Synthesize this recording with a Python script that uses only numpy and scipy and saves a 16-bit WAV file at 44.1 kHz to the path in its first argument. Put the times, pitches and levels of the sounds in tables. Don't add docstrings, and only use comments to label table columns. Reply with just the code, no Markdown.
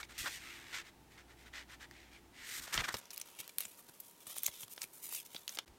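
import sys
import numpy as np
from scipy import signal
from scipy.fft import rfft, irfft
from scipy.io import wavfile
from scipy.ndimage import uniform_filter1d, map_coordinates

SR = 44100
rng = np.random.default_rng(int(sys.argv[2]) if len(sys.argv) > 2 else 0)


def file_out(sig):
    cols = np.atleast_2d(sig).T
    lim = np.clip(cols, -1, 1)
    pcm = np.round(lim * 32767).astype(np.int16)
    wavfile.write(sys.argv[1], SR, pcm)


N = 254898
TIME = np.arange(N) / SR
HZ = np.maximum(np.arange(N // 2 + 1) * SR / N, 1)

# [start t/s, length t/s, share of the length at top speed 0-1,
# mid-band level/dB, low band (sheet flex) re mid/dB, high band (brightness) re mid/dB]
CARD_STROKES = [(2.958, 0.0455, 0.48, -49.5, -7.5, -0.5), (2.981, 0.142, 0, -51, 5, -18),
                (3.1, 0.194, 0.13, -53.5, 4.5, -13.5), (3.124, 0.0268, 0.57, -51, -6.5, 1.5),
                (3.244, 0.139, 0.16, -55.5, 9, -4.5), (3.325, 0.092, 0.62, -56, 5.5, -6.5),
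                (3.406, 0.097, 0.21, -54.5, 8, -7), (3.383, 0.0331, 0.7, -40.5, -2, -4),
                (3.489, 0.0172, 0.47, -48.5, 5, -9.5), (3.577, 0.0966, 0.43, -46.5, -2, -3.5),
                (3.662, 0.104, 0.19, -59, 1.5, 2), (3.759, 0.0533, 0.92, -61.5, 16, 6.5),
                (3.878, 0.0247, 0.52, -57.5, 16, 1.5), (3.932, 0.0373, 0.44, -67, 16.5, 3.5),
                (4.004, 0.135, 0.48, -66.5, -1, 7), (4.193, 0.0535, 0.32, -59, 4.5, -1.5),
                (4.254, 0.0966, 0.57, -50, 8.5, 2), (4.343, 0.081, 0.26, -49.5, 2, 1.5),
                (4.414, 0.094, 0.48, -50.5, 5, 4), (4.501, 0.126, 0.44, -50.5, -2, -5.5),
                (4.584, 0.071, 0.5, -50, 2.5, 3), (4.692, 0.0525, 0.79, -55, -11.5, 6),
                (4.744, 0.14, 0.17, -59.5, 5, -1.5), (4.805, 0.048, 0.75, -46.5, 8.5, 1),
                (4.925, 0.133, 0.08, -62.5, 13, 7), (5.016, 0.0832, 0.37, -50, 0.5, 5),
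                (5.077, 0.1594, 0.49, -43.5, -8.5, -2), (5.126, 0.0475, 0.54, -50, -8, 8.5),
                (5.247, 0.0297, 0.47, -53, 1.5, -0.5), (5.289, 0.17, 0.29, -55, 5, -3.5),
                (5.474, 0.123, 0.15, -50.5, 7, -3), (5.543, 0.0157, 0.73, -48, -5.5, -1.5)]


def from_db(db):
    return 10 ** (np.asarray(db) / 20)


def rms_one(x):
    return x / np.sqrt(np.mean(x ** 2) + 1e-20)


def in_time(rows):
    s, *columns = np.transpose(rows)
    return [np.interp(TIME, s, c) for c in columns]


def at_hz(points, hz):
    points = np.array(points)
    return np.interp(np.log(hz), np.log(points[:, 0]), points[:, 1])


def drift(rate, size=16384):
    hz = np.arange(size // 2 + 1) * SR / N
    slow = irfft(rfft(rng.standard_normal(size)) / (1 + (hz / rate) ** 2))
    return np.interp(np.linspace(0, size - 1, N), np.arange(size), rms_one(slow))


def coloured(x, gain_db):
    size = len(x)
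    cepstrum = irfft(np.log(from_db(gain_db)), size)
    cepstrum[1:size // 2] *= 2
    cepstrum[size // 2 + 1:] = 0
    return irfft(rfft(x) * np.exp(rfft(cepstrum)), size)


def friction(slips_per_s, size_db, hiss, judder_db, judder_hz):
    unevenness = np.minimum(rng.exponential(1, N), 4)
    sizes = from_db(size_db * unevenness) * rng.choice([-1, 1], N)
    slips = rms_one(sizes * (rng.random(N) < slips_per_s / SR))
    grain = slips + hiss * rng.standard_normal(N)
    grain = grain * from_db(judder_db * drift(judder_hz))
    return grain / np.sqrt(uniform_filter1d(grain ** 2, size=900) + 1e-9)


def facing_sheet(x, gap_s, reflection, bend):
    delay = gap_s * SR * np.exp(bend * drift(2.473))
    return x + reflection * map_coordinates(x, [np.arange(N) - delay], order=3)


def moving_band(x, hz, width, size=256):
    out, state = np.zeros(N), np.zeros(2)
    for i in range(0, N, size):
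        w = 2 * np.pi * hz[i] / SR
        r = np.exp(-w * width / 2)
        gain = (1 - r * r) / 2
        poles = [1, -2 * r * np.cos(w), r * r]
        out[i:i + size], state = signal.lfilter([gain, 0, -gain], poles, x[i:i + size], zi=state)
    return out


def held_sheet(x, grip, width, overtone, overtone_share):
    hz, boost_db = in_time(grip)
    ring = moving_band(x, hz, width) + overtone_share * moving_band(x, hz * overtone, width)
    return x + (from_db(boost_db) - 1) * ring


def stroke_speed(start, length, fastest_at):
    turn = np.clip(fastest_at, .02, .98)
    return np.sin(np.pi * np.interp(TIME, [start, start + turn * length, start + length], [0, .5, 0]))


def sliding(grain, colour, strokes, hold, speed_law, flex_hz, bright_hz):
    treble_extra = 0.13
    uneven_db, uneven_hz = 0.11, 35
    sheet = rfft(rms_one(coloured(grain, at_hz([(100, -39)] + list(colour), HZ))))

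    held_from, held_to, db, flex_db, bright_db = hold
    held = (TIME >= held_from) & (TIME < held_to)
    power = np.outer(from_db([db + flex_db, db, db + bright_db]) ** 2, held)
    for start, length, fastest_at, db, flex_db, bright_db in strokes:
        speed = stroke_speed(start, length, fastest_at)
        moving = speed > 0
        swell = speed[moving] ** np.array([[speed_law], [speed_law], [speed_law + treble_extra]])
        power[:, moving] += (from_db([[db + flex_db], [db], [db + bright_db]]) * swell) ** 2
    power = power * from_db(uneven_db * drift(uneven_hz)) ** 2

    low = at_hz([(flex_hz / 1.224, 1), (flex_hz * 1.378, 0)], HZ)
    high = at_hz([(bright_hz / 2.92, 0), (bright_hz * 1.242, 1)], HZ)
    bands = (low, 1 - low - high, high)
    return sum(np.sqrt(p) * irfft(sheet * share, N) for p, share in zip(power, bands))


def page():
    # [f/Hz, spectral density/dB per Hz]
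    page_colour = [(500, -20.5), (800, -17.5), (1200, -10), (1600, -4.5), (2050, 0.5), (2700, -4.5),
                   (3500, -3), (4600, -5.5), (6800, -5.5), (7900, -6), (9400, -7.5), (10700, -15.5),
                   (13500, -8), (15800, -24)]
    page_strokes = [(0, 0.02555, 0.07, -47.5, 12.5, -2), (0.019, 0.0394, 0.66, -52.5, -1.5, -6),
                    (0.084, 0.0566, 0.46, -52.5, 7, -6.5), (0.123, 0.083, 0.53, -53.5, 2.5, -9),
                    (0.1769, 0.065, 0.09, -42.5, -5.5, 0.5), (0.189, 0.182, 0.01, -43, -4.5, -3.5),
                    (0.235, 0.0653, 0.63, -47.5, 18, -1), (0.255, 0.0306, 0.51, -38.5, 15, -14.5),
                    (0.284, 0.113, 0.57, -46.5, -7, -2), (0.327, 0.4, 0.34, -52.5, 6, -5),
                    (0.608, 0.167, 0.97, -52, 4, -7), (0.722, 0.1116, 0.23, -41, 4.5, -11),
                    (0.829, 0.0835, 0.56, -56, 5, -8.5), (1.1, 0.1, 0.19, -63, 4, -6.5),
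                    (1.167, 0.0634, 0.28, -56.5, 8.5, -13), (1.27, 0.0776, 0.51, -62, 12, -8.5),
                    (1.356, 0.11, .55, -62.5, 4, -4.5), (1.446, 0.0512, 0.47, -57.5, 9.5, -9),
                    (1.525, 0.1219, .27, -46.5, 5.5, -14), (1.674, 0.0906, 0.66, -54, 8, -7.5),
                    (1.794, 0.0732, 0.37, -52, 6.5, -9.5), (1.894, 0.244, 0.32, -60, -1.5, -11.5),
                    (2.102, 0.1064, 0.33, -59, 3, -8.5), (2.319, 0.318, 0.59, -49.5, -0.5, -7.5),
                    (2.425, 0.1785, 0.97, -48.5, -6, 6), (2.596, 0.146, 0.73, -52.5, 5.5, -4),
                    (2.608, 0.061, 0.41, -53.5, -11.5, 8), (2.721, 0.0625, 0.31, -37.5, 10.5, -1),
                    (2.759, 0.0624, 0.81, -35.5, 7.5, -12), (2.833, .03, 0.44, -36.5, 10.5, -20.5),
                    (2.807, 0.0818, 0.56, -52, -3.5, 0.5), (2.871, 0.0566, 0.34, -47, 17, -13.5),
                    (2.879, 0.0175, 0.57, -37, 15, -4.5), (2.917, 0.0246, 0.46, -51.5, -7, 4),
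                    (2.94, 0.0213, 0.07, -38.5, 3.5, -5.5)]
    # [from t/s, to t/s,
    # mid-band level/dB, low band re mid/dB, high band re mid/dB]
    page_hold = (2.53, 3, -64, 17, 4)
    # [t/s, f/Hz, boost/dB]
    page_grip = [(0, 1700, -1), (.3, 1980, -1), (.52, 2450, 6.5), (.77, 1890, 1.5), (1.57, 2120, 2.5),
                 (1.8, 1730, 4.5), (2.15, 2210, 5), (2.5, 1650, 4.5), (2.92, 1630, 1)]
    grain = friction(slips_per_s=11000, size_db=3.5, hiss=0.895, judder_db=1.6046, judder_hz=120)
    grain = facing_sheet(grain, gap_s=.0019, reflection=0.236, bend=0.3224)
    grain = held_sheet(grain, page_grip, width=0.37, overtone=1.56, overtone_share=0.06)
    return sliding(grain, page_colour, page_strokes, page_hold, speed_law=1.014, flex_hz=1503, bright_hz=8050)


def room_tone():
    # [f/Hz, spectral density/dB per Hz]
    first_tone = [(26, -13), (62, -10), (120, -5.5), (185, -10.5), (270, -7), (390, -10), (520, -17),
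                  (800, -12.5), (1120, -20), (2100, -21), (4600, -27), (15500, -32.5)]
    second_tone = [(26, -37.5), (86, -14), (145, -6.5), (265, -3.5), (450, -3), (760, -7.5), (1130, -8),
                   (2350, -13.5), (3700, -14), (4700, -14.5), (15500, -21)]
    # [f/Hz, width f/Hz, boost/dB]
    first_peaks = [(342.84, 8.65, 10.5), (277, 20, 1.5), (888, 25.3, 7)]
    second_peaks = [(189.6, 35.6, 5.6), (393, 9.7, 7.4), (939.1, 25.8, 13.5)]
    # [t/s, share 0-1]
    second_share = [(0, 0), (2.95, 0.16), (2.99, 0.95), (5.66, 0.94), (5.68, 0.16), (5.78, 0.57)]
    # [t/s, level/dB]
    hum_level = [(0, -66), (.9, -74), (1.5, -64.5), (2.25, -68.5), (2.48, -86.5), (3, -110)]
    first_db, second_db, mains_hz = -63, -66.5, 60

    def murmur(tone, peaks):
        boost = sum(db / (1 + (2 * (HZ - hz) / width) ** 2) for hz, width, db in peaks)
        return rms_one(coloured(rng.standard_normal(N), at_hz(tone, HZ) + boost))

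    share = np.clip(in_time(second_share)[0], 0, 1)
    first = from_db(first_db) * np.sqrt(1 - share) * murmur(first_tone, first_peaks)
    second = from_db(second_db) * np.sqrt(share) * murmur(second_tone, second_peaks)
    phase = 2 * np.pi * mains_hz * TIME
    hum = from_db(in_time(hum_level)[0]) * rms_one(np.sin(phase) + 0.135 * np.sin(2 * phase))
    return first + second + hum


def snaps(rows, ring_db, ring_width, rattle_db, rattle_s, crack, size=4096):
    out, peak = np.zeros(N + size), size // 8
    t = (np.arange(size) - peak) / SR
    before, after = np.minimum(t, 0), np.maximum(t, 0)
    hz = np.maximum(np.arange(size // 2 + 1) * SR / size, 1)
    flutters = rng.standard_normal((len(rows), size))
    for (s, db, build_up, decay, bass, treble, ring_hz), flutter in zip(rows, flutters):
        dying = np.exp(-after / decay) + from_db(rattle_db) * np.exp(-after / rattle_s)
        force = flutter * np.exp(before / build_up) * dying
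        force[peak] += crack
        colour = at_hz([(90, bass - 22), (450, bass - 3), (1000, bass), (2300, -1.97), (5500, -1.78),
                        (11000, treble), (16000, treble - 2), (18000, treble - 25)], hz)
        ring = ring_db / (1 + (np.log(hz / ring_hz) / ring_width) ** 2)
        snap = coloured(force, colour + ring)
        at = int(s * SR) - peak
        out[at:at + size] += from_db(db) * snap * np.sqrt(.005 * SR / np.sum(snap ** 2))
    return out[:N]


def bumps():
    # [t/s, time to the peak t/s, level/dB]
    bump_rows = [(.195, 0.0115, -52), (.236, 0.00366, -50), (2.59, 0.0128, -60), (2.74, 0.0044, -49),
                 (2.754, 0.0133, -46.5), (2.776, 0.00277, -41.5), (2.783, 0.01165, -44),
                 (2.808, 0.00284, -50.5), (2.885, 0.00366, -50.5), (2.9408, 0.00408, -43.5),
                 (3.391, 0.00515, -61.5), (3.65, .006, -62.5), (3.887, 0.0037, -60.5), (4.267, 0.0048, -62),
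                 (4.484, 0.00414, -55.5), (4.629, 0.00567, -61.5), (4.839, 0.00404, -62.5),
                 (5.345, 0.00324, -51.5), (5.674, 0.0158, -60.5)]
    bump_cycles = 1.687
    out = np.zeros(N)
    for s, rise, db in bump_rows:
        at, top_hz = int(s * SR), bump_cycles / rise
        age = TIME[:min(int(8 * rise * SR), N - at)] / rise
        swell = age * np.exp(1 - age)
        band = signal.butter(2, [top_hz / 5, top_hz], "band", fs=SR, output="sos")
        thud = signal.sosfilt(band, rng.standard_normal(len(age)) * swell)
        out[at:at + len(age)] += from_db(db) * rms_one(thud) * np.sqrt(np.mean(swell ** 2))
    return out


def card():
    # [f/Hz, spectral density/dB per Hz]
    card_colour = [(500, -9), (800, -8.5), (1200, -5.5), (1700, -10), (2300, 0), (2800, -3), (3500, -0.5),
                   (4500, -2.5), (6300, 2.5), (7800, 2.5), (9200, 4.5), (11000, 4.5), (13200, 6),
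                   (15500, 0)]
    # [from t/s, to t/s, mid-band level/dB,
    # low band re mid/dB, high band re mid/dB]
    card_hold = (3.5, 5.5, -69.5, 4, 3.5)
    # [t/s, f/Hz, boost/dB]
    card_grip = [(3.0, 2850, 1.5), (3.4, 2946, 8.5), (3.65, 2530, 7.5), (4.22, 3270, 7.5), (4.46, 3510, 12),
                 (4.63, 3300, 4), (4.84, 2370, 6), (5.05, 2280, 5), (5.37, 3550, 7)]
    grain = friction(slips_per_s=2800, size_db=3.5, hiss=1.0, judder_db=3.08, judder_hz=109)
    grain = facing_sheet(grain, gap_s=0.001426, reflection=0.547, bend=0.2085)
    grain = held_sheet(grain, card_grip, width=0.233, overtone=1.64, overtone_share=0.165)
    return sliding(grain, card_colour, CARD_STROKES, card_hold, speed_law=0.847, flex_hz=1610, bright_hz=7680)


def faint_ticks():
    level_db, spread_db = -4, 3
    bass_db, treble_db = -5, -3
    build_up_s, decay_s = .0004, .0012
    low_hz, high_hz = 3360, 12700
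    chance = rng.beta(2, 2, (len(CARD_STROKES), 3))
    ticks = []
    for (start, length, _, db, _, _), (when, strength, pitch) in zip(CARD_STROKES, chance):
        tick_db = db + level_db + spread_db * (2 * strength - 1)
        ring_hz = low_hz * (high_hz / low_hz) ** pitch
        ticks.append((start + when * length, tick_db, build_up_s, decay_s, bass_db, treble_db, ring_hz))
    return ticks


def room(x, t60, wet_db, dull_hz):
    t = TIME[:SR // 2]
    tail = rng.standard_normal(len(t)) * from_db(-60 * t / t60) * (t > .004)
    tail = signal.sosfilt(signal.butter(1, min(dull_hz, .45 * SR), fs=SR, output="sos"), tail)
    return x + from_db(wet_db) * signal.fftconvolve(x, tail / np.sqrt(np.sum(tail ** 2)))[:N]


def scene():
    # [peak t/s, level/dB, build-up t/s, decay t/s,
    # bass/dB, treble/dB, ring f/Hz]
    snap_rows = [(0.0304, -43, 0.000117, 0.00217, -2.5, -42, 2088),
                 (1.9115, -52, 0.000069, 0.00037, -5, -18.5, 1850),
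                 (2.6771, -46.5, 0.000096, 0.0025, 9.5, -16, 1744),
                 (2.7425, -34.5, 0.0024, 0.0018, -14.5, -14.5, 7120),
                 (2.7783, -29.5, 0.00174, 0.001, 1.5, -29.5, 3096),
                 (2.8203, -45.5, 0.000091, 0.00086, 9.5, -11, 761),
                 (2.9421, -35, 0.000145, 0.00166, 10.5, -13, 5680),
                 (2.9694, -47.5, 0.00068, 0.00053, -17.5, -12.5, 3590),
                 (3.1054, -45.5, 0.000094, 0.0037, -15.5, -1.5, 5620),
                 (3.1117, -50, 0.000098, 0.00296, 1.5, -2.5, 4300),
                 (3.1316, -55, .0002, 0.0037, -6.5, -7.5, 11700),
                 (3.1725, -50.5, .0001, 0.0047, -6.5, -4.5, 4820),
                 (3.1614, -52, 0.00009, 0.00125, -35, -8.5, 10600),
                 (3.178, -40, 0.000112, 0.00059, -33, -8, 14360),
                 (3.2001, -47, .0008, 0.00095, -1.5, -2.5, 8900),
                 (3.2147, -39.5, 0.00076, 0.0023, -10, 0, 6080),
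                 (3.478, -48, 0.000106, 0.00101, -3, -6, 12260),
                 (3.5842, -30, 0.000106, 0.00049, -11.5, 1.5, 11460),
                 (3.606, -35.5, .0007, 0.0014, -6, -0.5, 14000),
                 (3.6121, -43, .0001, 0.00195, -4.5, 8, 9700),
                 (3.653, -41.5, 0.00135, 0.0031, -1, -3, 7500),
                 (4.0017, -43, 0.00073, 0.004, -30.5, 4.5, 13300),
                 (4.269, -46, 0.00073, 0.00134, 4, -3.5, 8530),
                 (4.3661, -45.5, 0.00009, 0.00067, 8.5, -0.5, 14000),
                 (4.3832, -37.5, 0.00052, 0.0008, -6, 5, 8720),
                 (4.434, -33, 0.00064, 0.00049, -14.5, 2.5, 14050),
                 (4.4453, -43.5, 0.00093, .0035, -11, -1.5, 6300),
                 (4.4646, -27, 0.00197, 0.00125, -33.5, 4, 6470),
                 (4.4775, -41, 0.00028, 0.00165, -7, -2.5, 9250),
                 (4.482, -41.5, 0.00036, 0.00134, 2, -9.5, 2010),
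                 (4.6333, -46.5, 0.00127, 0.00114, 0, -17, 3410),
                 (4.6806, -54.5, .0001, 0.00127, 0, -0.5, 3360),
                 (4.7783, -46, 0.00012, 0.0012, 0.5, -33, 3440),
                 (4.8184, -37.5, 0.00089, 0.00153, -17.5, -13.5, 8330),
                 (4.8394, -43.5, .0008, 0.0015, -1.5, -2, 2320), (5.0911, -44, .0008, 0.0052, 2, 7, 11200),
                 (5.1258, -41.5, 0.0015, 0.0024, 8.5, 6, 13600),
                 (5.347, -45.5, 0.00009, 0.00147, 4, -8, 3420),
                 (5.3649, -41, 0.0027, 0.00077, -13.5, -30.5, 3420),
                 (5.4789, -37.5, 0.000126, 0.00118, -15, -7, 2860),
                 (5.4927, -41.5, 0.00032, 0.001, -8.5, -7, 6160),
                 (5.5728, -43, 0.000095, 0.00072, 10.5, -18, 2057),
                 (5.5872, -33.5, 0.000086, 0.00263, 0.5, -14, 3320),
                 (5.679, -58, 0.00123, 0.0033, -2.5, -10.5, 1500)]
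    rubbing, tone = page() + card(), room_tone()
    ticks = snaps([*faint_ticks(), *snap_rows], ring_db=12.5, ring_width=0.1176,
                  rattle_db=-22, rattle_s=0.00984, crack=2.04)
    paper = room(rubbing + ticks + bumps(), t60=0.156, wet_db=-20, dull_hz=6500)
    return np.tile(paper + tone, (2, 1))


def record(dry):
    gap_from_s, gap_to_s, cutoff_hz = 5.649, 5.659, 16000
    alive = uniform_filter1d(1.0 * ((TIME < gap_from_s) | (TIME > gap_to_s)), size=64)
    return signal.sosfilt(signal.butter(24, cutoff_hz, fs=SR, output="sos"), dry * alive)


dry = scene()
out = record(dry)
file_out(out)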